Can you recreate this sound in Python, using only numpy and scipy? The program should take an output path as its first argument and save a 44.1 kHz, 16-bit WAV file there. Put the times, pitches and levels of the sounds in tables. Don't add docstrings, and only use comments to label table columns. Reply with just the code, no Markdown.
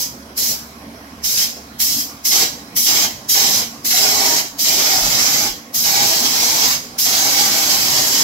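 import sys
import numpy as np
from scipy import signal
from scipy.fft import rfft, irfft, next_fast_len
from scipy.io import wavfile
from scipy.ndimage import uniform_filter1d, map_coordinates

SR = 44100
rng = np.random.default_rng(int(sys.argv[2]) if len(sys.argv) > 2 else 0)


def nominal_scale(level):
    x = np.asarray(level, float) / 20
    return 10 ** x


def unload_audio(sound):
    columns = np.transpose(np.atleast_2d(sound))
    steps = np.round(np.clip(columns, -1, 1) * 32767)
    wavfile.write(sys.argv[1], SR, steps.astype(np.int16))


N = 362943

# (time [s], level of the air layers [dB])
AIM = [(3.35, 1.5), (3.6, -.5), (3.95, 1), (4.2, 0), (4.32, 0), (4.7, 0.4), (5.05, -0.3), (5.22, 0.3),
       (5.4, 0), (6.0, 0.5), (6.25, -1), (6.55, 0), (7.13, 0.9), (7.3, -0.1), (7.4, 2), (7.51, 0.5),
       (7.75, 0.5), (8.2, -.3)]


def gun():
    slugs = wobble(35) + 0.44 * wobble(120)
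    air = air_jet(slugs) + lip_fizz(slugs) + eddy_roar(slugs)
    return nominal_scale(curve(AIM)) * air + valve_leak() + mud_spatter(slugs) + barrel_hoot(slugs)


# (frequency [Hz], density [dB per Hz])
JET_SPECTRUM = [(1710, -33), (2900, -13.5), (3170, -12), (3550, -9.5), (4170, -5), (4520, -5.5), (4890, 1),
                (6070, 0.5), (6890, -4), (7460, -3), (8350, -15.5), (9400, -65), (12200, -55),
                (20700, -120)]


def air_jet(slugs):
    noise = diffuse(shape(JET_SPECTRUM), patchy_db=1.0, room=0.9)
    return nominal_scale(-1.24 + 0.58 * slugs) * trigger("jet", lag=1.4, t60=0.49, wet=0.2) * noise


# (frequency [Hz], density [dB per Hz])
FIZZ_SPECTRUM = [(7000, -23), (8800, -7.5), (9470, -12.5), (10200, -4.5), (10900, -1.5), (11400, 5.5),
                 (13000, 3.5), (14500, 3.5), (15900, 0.2)]


def lip_fizz(slugs):
    noise = diffuse(shape(FIZZ_SPECTRUM), patchy_db=1.5, room=0.51)
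    return nominal_scale(1.3 + 0.4 * slugs) * trigger("fizz", lag=1.22, t60=0.43, wet=0.22) * noise


# (frequency [Hz], density [dB per Hz])
ROAR_SPECTRUM = [(880, -18.5), (1500, -12.5), (1640, -9.5), (2100, -2), (2580, -5.5), (3200, -1.5),
                 (3340, -3), (3480, -2.5), (4000, -1), (5200, -6), (8800, -120)]


def eddy_roar(slugs):
    noise = diffuse(shape(ROAR_SPECTRUM), patchy_db=1.2, room=0.87)
    return nominal_scale(0.73 + 1.05 * slugs) * trigger("roar", lag=0.99, t60=0.37, wet=0.5) * noise


# (frequency [Hz], density [dB per Hz])
MUD_SPECTRUM = [(53, -37), (90, -7), (210, -5.5), (272, 0.5), (375, -3.5), (408, -3), (479, -3.5),
                (522, -4.5), (660, 0), (1010, -2), (1200, -5), (1700, -6.5), (2210, -18), (3740, -120)]


def mud_spatter(slugs):
    noise = diffuse(shape(MUD_SPECTRUM), patchy_db=1.5, room=0.88)
    return nominal_scale(0.6 + 0.57 * slugs) * trigger("mud", lag=1, t60=0.24, wet=0.84) * noise


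def barrel_hoot(slugs):
    level_db = -1.0 + 0.59 * slugs + 2.0 * wobble(7.5)
    return nominal_scale(level_db) * trigger("hoot", lag=1, t60=0.19, wet=0.48) * air_column(alike=0.88)


# (multiple of pitch, width [Hz], level [dB])
BARREL_MODES = [(1.001, 85.85, 1.5), (1.92, 39.3, -8), (2.9, 131, -3.5)]
# (time [s], pitch [Hz], level above mud [dB])
HOOT_PITCH_LEVEL = [(1.4, 803.5, -8), (2.34, 805, 7.5), (2.43, 803, -5), (3.0, 802, -4), (3.55, 790, -7),
                    (3.93, 738, 7.5), (4.14, 745, 2), (4.22, 795, 3.5), (4.4, 794, -10), (4.7, 790, -15),
                    (4.97, 755, 6), (5.1, 770, -21), (5.4, 797, 1), (6.04, 795, 6.5), (6.2, 800, -8),
                    (7.6, 801, 0), (7.78, 801, -22), (8.2, 801, -10)]


def air_column(alike):
    rows = np.array(HOOT_PITCH_LEVEL)
    phase = 2 * np.pi * np.cumsum(curve(rows[:, :2])) / SR
    ears = np.zeros((2, N))
    for multiple, width_hz, db in BARREL_MODES:
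        both, left, right = (narrow(multiple * phase, width_hz) for _ in range(3))
        ears += nominal_scale(db) * (alike * both + np.array([left, right]))
    return unit(ears) * nominal_scale([[-2.8], [2.8]]) * nominal_scale(curve(rows[:, ::2]))


# (frequency [Hz], density [dB per Hz])
LEAK_SPECTRUM = [(1470, -8), (2500, -8), (2820, -13), (3070, -9), (3580, -8), (3890, -6), (4500, -7.5),
                 (5320, -5), (9580, -22), (11400, -9.5), (15500, -20)]
# (time [s], level [dB])
LEAK_LEVEL = [(0.3, -46.5), (1.7, -46.5), (2.7, -45), (3.8, -46.5), (4.55, -49), (5.7, -48), (6.95, -44)]


def valve_leak():
    return nominal_scale(curve(LEAK_LEVEL)) * diffuse(shape(LEAK_SPECTRUM), patchy_db=-2.0, room=0.49)


# (fully open [s], shuts [s], air pressure [dB], opening time [s], first puff [dB])
PULLS = [(-0.1, 0.044, -27, .02, 2), (0.377, 0.527, -23, 0.019, 2.5), (1.243, 1.45, -23.5, .02, 1.5),
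         (1.803, 2.025, -24, .017, 5.5), (2.254, 2.437, -21.5, 0.018, 2), (2.766, 3.052, -22.5, 0.015, 5),
         (3.294, 3.611, -21.5, 0.015, 3), (3.85, 4.404, -22.5, 0.014, 1.5),
         (4.593, 5.47, -21.5, 0.018, 2.5), (5.745, 6.748, -22.5, 0.014, 3.5), (6.987, 8.4, -21, 0.01, 2.5)]
DRIBBLE_S = {"jet": 0.0012, "fizz": .001, "roar": 0.0096, "mud": 0.0098, "hoot": 0.011}


def trigger(layer, lag, t60, wet):
    seat_db, settle_db, settle_s = 34, 4, 0.01
    close_s = 0.021
    power = np.zeros(N)
    for pull in PULLS:
        opens, shuts, _, rise, _ = pull
        rise = lag * rise
        span = slice(max(int((opens - rise) * SR), 0), int((shuts + .5) * SR))
        t = np.arange(N)[span] / SR
        lifting_db = seat_db * np.minimum(t - opens, 0) / rise
        settling_db = settle_db * np.exp(-np.maximum(t - opens, 0) / settle_s)
        level = nominal_scale(lifting_db - settling_db) * flow(layer, np.clip(t, opens, shuts), pull)
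        late = np.clip(t - shuts + close_s - DRIBBLE_S[layer], 0, None)
        since = late ** 2 / (late + close_s)
        direct = abs(1 - wet) * nominal_scale(-120 * since / 0.19)
        power[span] += level ** 2 * (wet * nominal_scale(-120 * since / t60) + direct)
    return np.sqrt(power)


# (arrives [s], loaded jet [dB], mud above jet [dB], build-up [s])
FEEDS = [
    (1.37, -19, -20, 0.026),
    (2.31, -17, -10.5, 0.047),
    (2.861, -18, -11.5, 0.025),
    (3.34, -17.5, -14, 0.021),
    (3.904, -17.5, -11.5, 0.078),
    (4.64, -18, -12, 0.045),
    (5.835, -17.5, -13, 0.029),
    (7.05, -18, -12, 0.011),
]
LOADED_DB = {"jet": -0.02, "fizz": -6, "roar": 0.1, "mud": 0, "hoot": -3.4}


def flow(layer, t, pull):
    dry = dry_flow(layer, t, pull)
    for arrives, jet_db, mud_db, build_s in FEEDS:
        if pull[0] < arrives < pull[1]:
            since = np.clip(t - arrives, 0, None)
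            thick_db = mud_db + growth_db(since, build_s)
            extra_db = {
                "jet": 0,
                "fizz": 2 * np.exp(-since / 0.061),
                "roar": -3 + 0.39 * np.maximum(thick_db, mud_db - 2.5),
                "mud": thick_db,
                "hoot": mud_db + growth_db(since, 0.038),
            }[layer]
            loaded = nominal_scale(jet_db + LOADED_DB[layer] + extra_db)
            mixed = 1 - np.exp(-since / 0.0065)
            return np.sqrt((1 - mixed) * dry ** 2 + mixed * loaded ** 2)
    return dry


def growth_db(since, build_s):
    return 20 * np.log10(1.001 - np.exp(-since / build_s))


DRY_DB = {"jet": 0.3, "fizz": -1.7, "roar": -15.5}
PUFF_SHARE = {"jet": 1, "fizz": 1.8, "roar": 1.9}


def dry_flow(layer, t, pull):
    opens, _, air_db, _, puff_db = pull
    if layer not in DRY_DB:
        return 0 * t
    level_db = air_db + DRY_DB[layer] + PUFF_SHARE[layer] * puff_db * np.exp((opens - t) / 0.056)
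    if layer == "roar":
        level_db = level_db + 3.5 * np.exp((opens - t) / 0.018)
    return nominal_scale(level_db)


# (frequency [Hz], left-right correlation)
LIKENESS = [(60, 0.88), (130, 0.97), (290, 0.99), (640, 0.79), (1150, -0.12), (1750, -0.33), (2700, 0.03),
            (6820, -0.0089), (15000, 0.021)]
# (frequency [Hz], left minus right [dB])
LEAN = [(60, -0.5), (200, -2), (420, -3.5), (770, -7.5), (1300, -4), (2700, -3), (4200, -4), (5300, -6),
        (6500, -3), (7600, 6), (8700, 12.5), (9500, 10.5), (10600, 9.5), (12500, .6)]


def diffuse(gain, patchy_db, room):
    z = signal.stft(rng.standard_normal((3, N)), window="cosine", nperseg=2048)[2]
    walls = patches((2, 2) + z.shape[1:], bins=2, frames=16)
    share = np.clip(room, 0, 1)
    reflected = z[2] * (walls[0] + 1j * walls[1])
    z = np.sqrt(1 - share) * z[:2] + np.sqrt(share / 2) * reflected
    z = z * nominal_scale(patchy_db * patches(z.shape[1:], bins=24, frames=3))
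    pair = signal.istft(z, window="cosine", nperseg=2048)[1][:, :N]
    m = next_fast_len(N + 8192)
    hz = np.fft.rfftfreq(m, 1 / SR)
    turn = np.arccos(np.clip(along(LIKENESS, hz), -1, 1)) / 2
    a, b = rfft(pair, m) * gain(hz) * [np.cos(turn), np.sin(turn)]
    lean = nominal_scale(along(LEAN, hz) * [[.5], [-.5]])
    ears = irfft(np.array([a + b, a - b]) * lean, m)[:, :N]
    return ears / np.std(ears.mean(axis=0))


def patches(shape, bins, frames):
    field = uniform_filter1d(rng.standard_normal(shape), bins, -2)
    return unit(uniform_filter1d(field, frames, -1))


def narrow(phase, width_hz):
    return wobble(width_hz) * np.cos(phase) + wobble(width_hz) * np.sin(phase)


def wobble(rate):
    knots = rng.standard_normal(int(N * rate / SR) + 4)
    return map_coordinates(knots, [np.arange(N) * rate / SR])


def shape(spectrum):
    return lambda hz: nominal_scale(along(spectrum, hz))


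def resonances(modes):
    return lambda f: np.sqrt(sum((nominal_scale(db) / (1 + ((f - c) / w) ** 2)) ** 2 for c, w, db in modes))


def along(points, hz):
    f, v = np.transpose(points)
    return np.interp(np.log(hz + 1), np.log(f + 1), v)


def curve(rows):
    return np.interp(np.arange(N) / SR, *np.transpose(rows))


def unit(x):
    return x / np.sqrt(np.mean(x ** 2) + 1e-20)


# (frequency [Hz], density [dB per Hz])
DRONE_SPECTRUM = [(21, -45), (35, -26), (60, -8), (100, -8), (150, -5), (238, -10), (310, -9), (366, -10.5),
                  (800, -11), (890, -12.5), (1100, -13.5), (1280, -15), (1500, -15), (3000, -19.5)]
# (frequency [Hz], width [Hz], level [dB])
TANK_MODES = [(200.3, 9.5, -7), (232, 14, 0.5), (284.7, 18, -3), (684, 32, -14.5), (1084, 47, -12)]
# (frequency [Hz], level [dB rms])
HUM_LINES = [(120, -59.5), (237, -50)]


def compressor():
    t = np.arange(N) / SR
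    muffled = lambda hz: shape(DRONE_SPECTRUM)(hz) / (1 + (hz / 3500) ** 6)
    sound = nominal_scale(-42) * diffuse(muffled, patchy_db=2.9, room=0.49)
    boom_db = -39.5 - 3.0 + 1.9 * wobble(8)
    sound += nominal_scale(boom_db) * diffuse(resonances(TANK_MODES), patchy_db=0.7, room=0.39)
    for hz, db in HUM_LINES:
        line = np.sin(2 * np.pi * hz * t + 0.87 * wobble(5))
        sound += nominal_scale(db - 0.5 + 1.3 * wobble(3.3)) * line
    shaft_db = np.maximum(-46 - 1 * t ** 2, -62)
    shaft = np.sin(2 * np.pi * 70.7 * t + .25 * wobble(1.95))
    return sound + nominal_scale(shaft_db + .4 * wobble(3.6)) * shaft


# (time [s], level [dB])
JOLTS = [
    (2.5, -56),
    (4.06, -60),
    (4.56, -53),
    (5.05, -38),
    (5.5, -44),
    (5.9, -46),
    (6.36, -48),
    (6.89, -54),
    (7.99, -45),
]


def sway():
    t = np.arange(N) / SR
    level = nominal_scale(-75 + 2.5 * wobble(6))
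    for s, db in JOLTS:
        level += nominal_scale(db) * np.exp(-((t - s) / 0.06) ** 2)
    return level * unit(narrow(2 * np.pi * 35 * t, width_hz=29))


def scene():
    return gun() + compressor() + sway()


def top_cut(x):
    return signal.sosfilt(signal.butter(12, 16660, fs=SR, output="sos"), x)


# (frequency [Hz], width [Hz], level [dB])
PORT_MODES = [(2720, 180, -2), (3310, 120, 2), (3525, 130, -5), (4395, 55, 0), (5520, 95, 1.5),
              (6480, 77, 4), (6800, 150, 0.5), (10500, 150, 3)]


def record(dry):
    m = next_fast_len(N + 8192)
    hz = np.fft.rfftfreq(m, 1 / SR)
    ports_db = sum(db / (1 + ((hz - c) / w) ** 2) for c, w, db in PORT_MODES)
    no_subsonic = 1 / (1 + (22 / (hz + 1)) ** 4)
    heard = irfft(rfft(dry, m) * nominal_scale(ports_db) * no_subsonic, m)
    flat = heard / (1 + np.abs(heard / 1.05) ** 8) ** (1 / 8)
    mix = irfft(rfft(flat) * (hz < 15760), m)[:, :N]
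    return top_cut(mix)


dry = scene()
out = record(dry)
unload_audio(out)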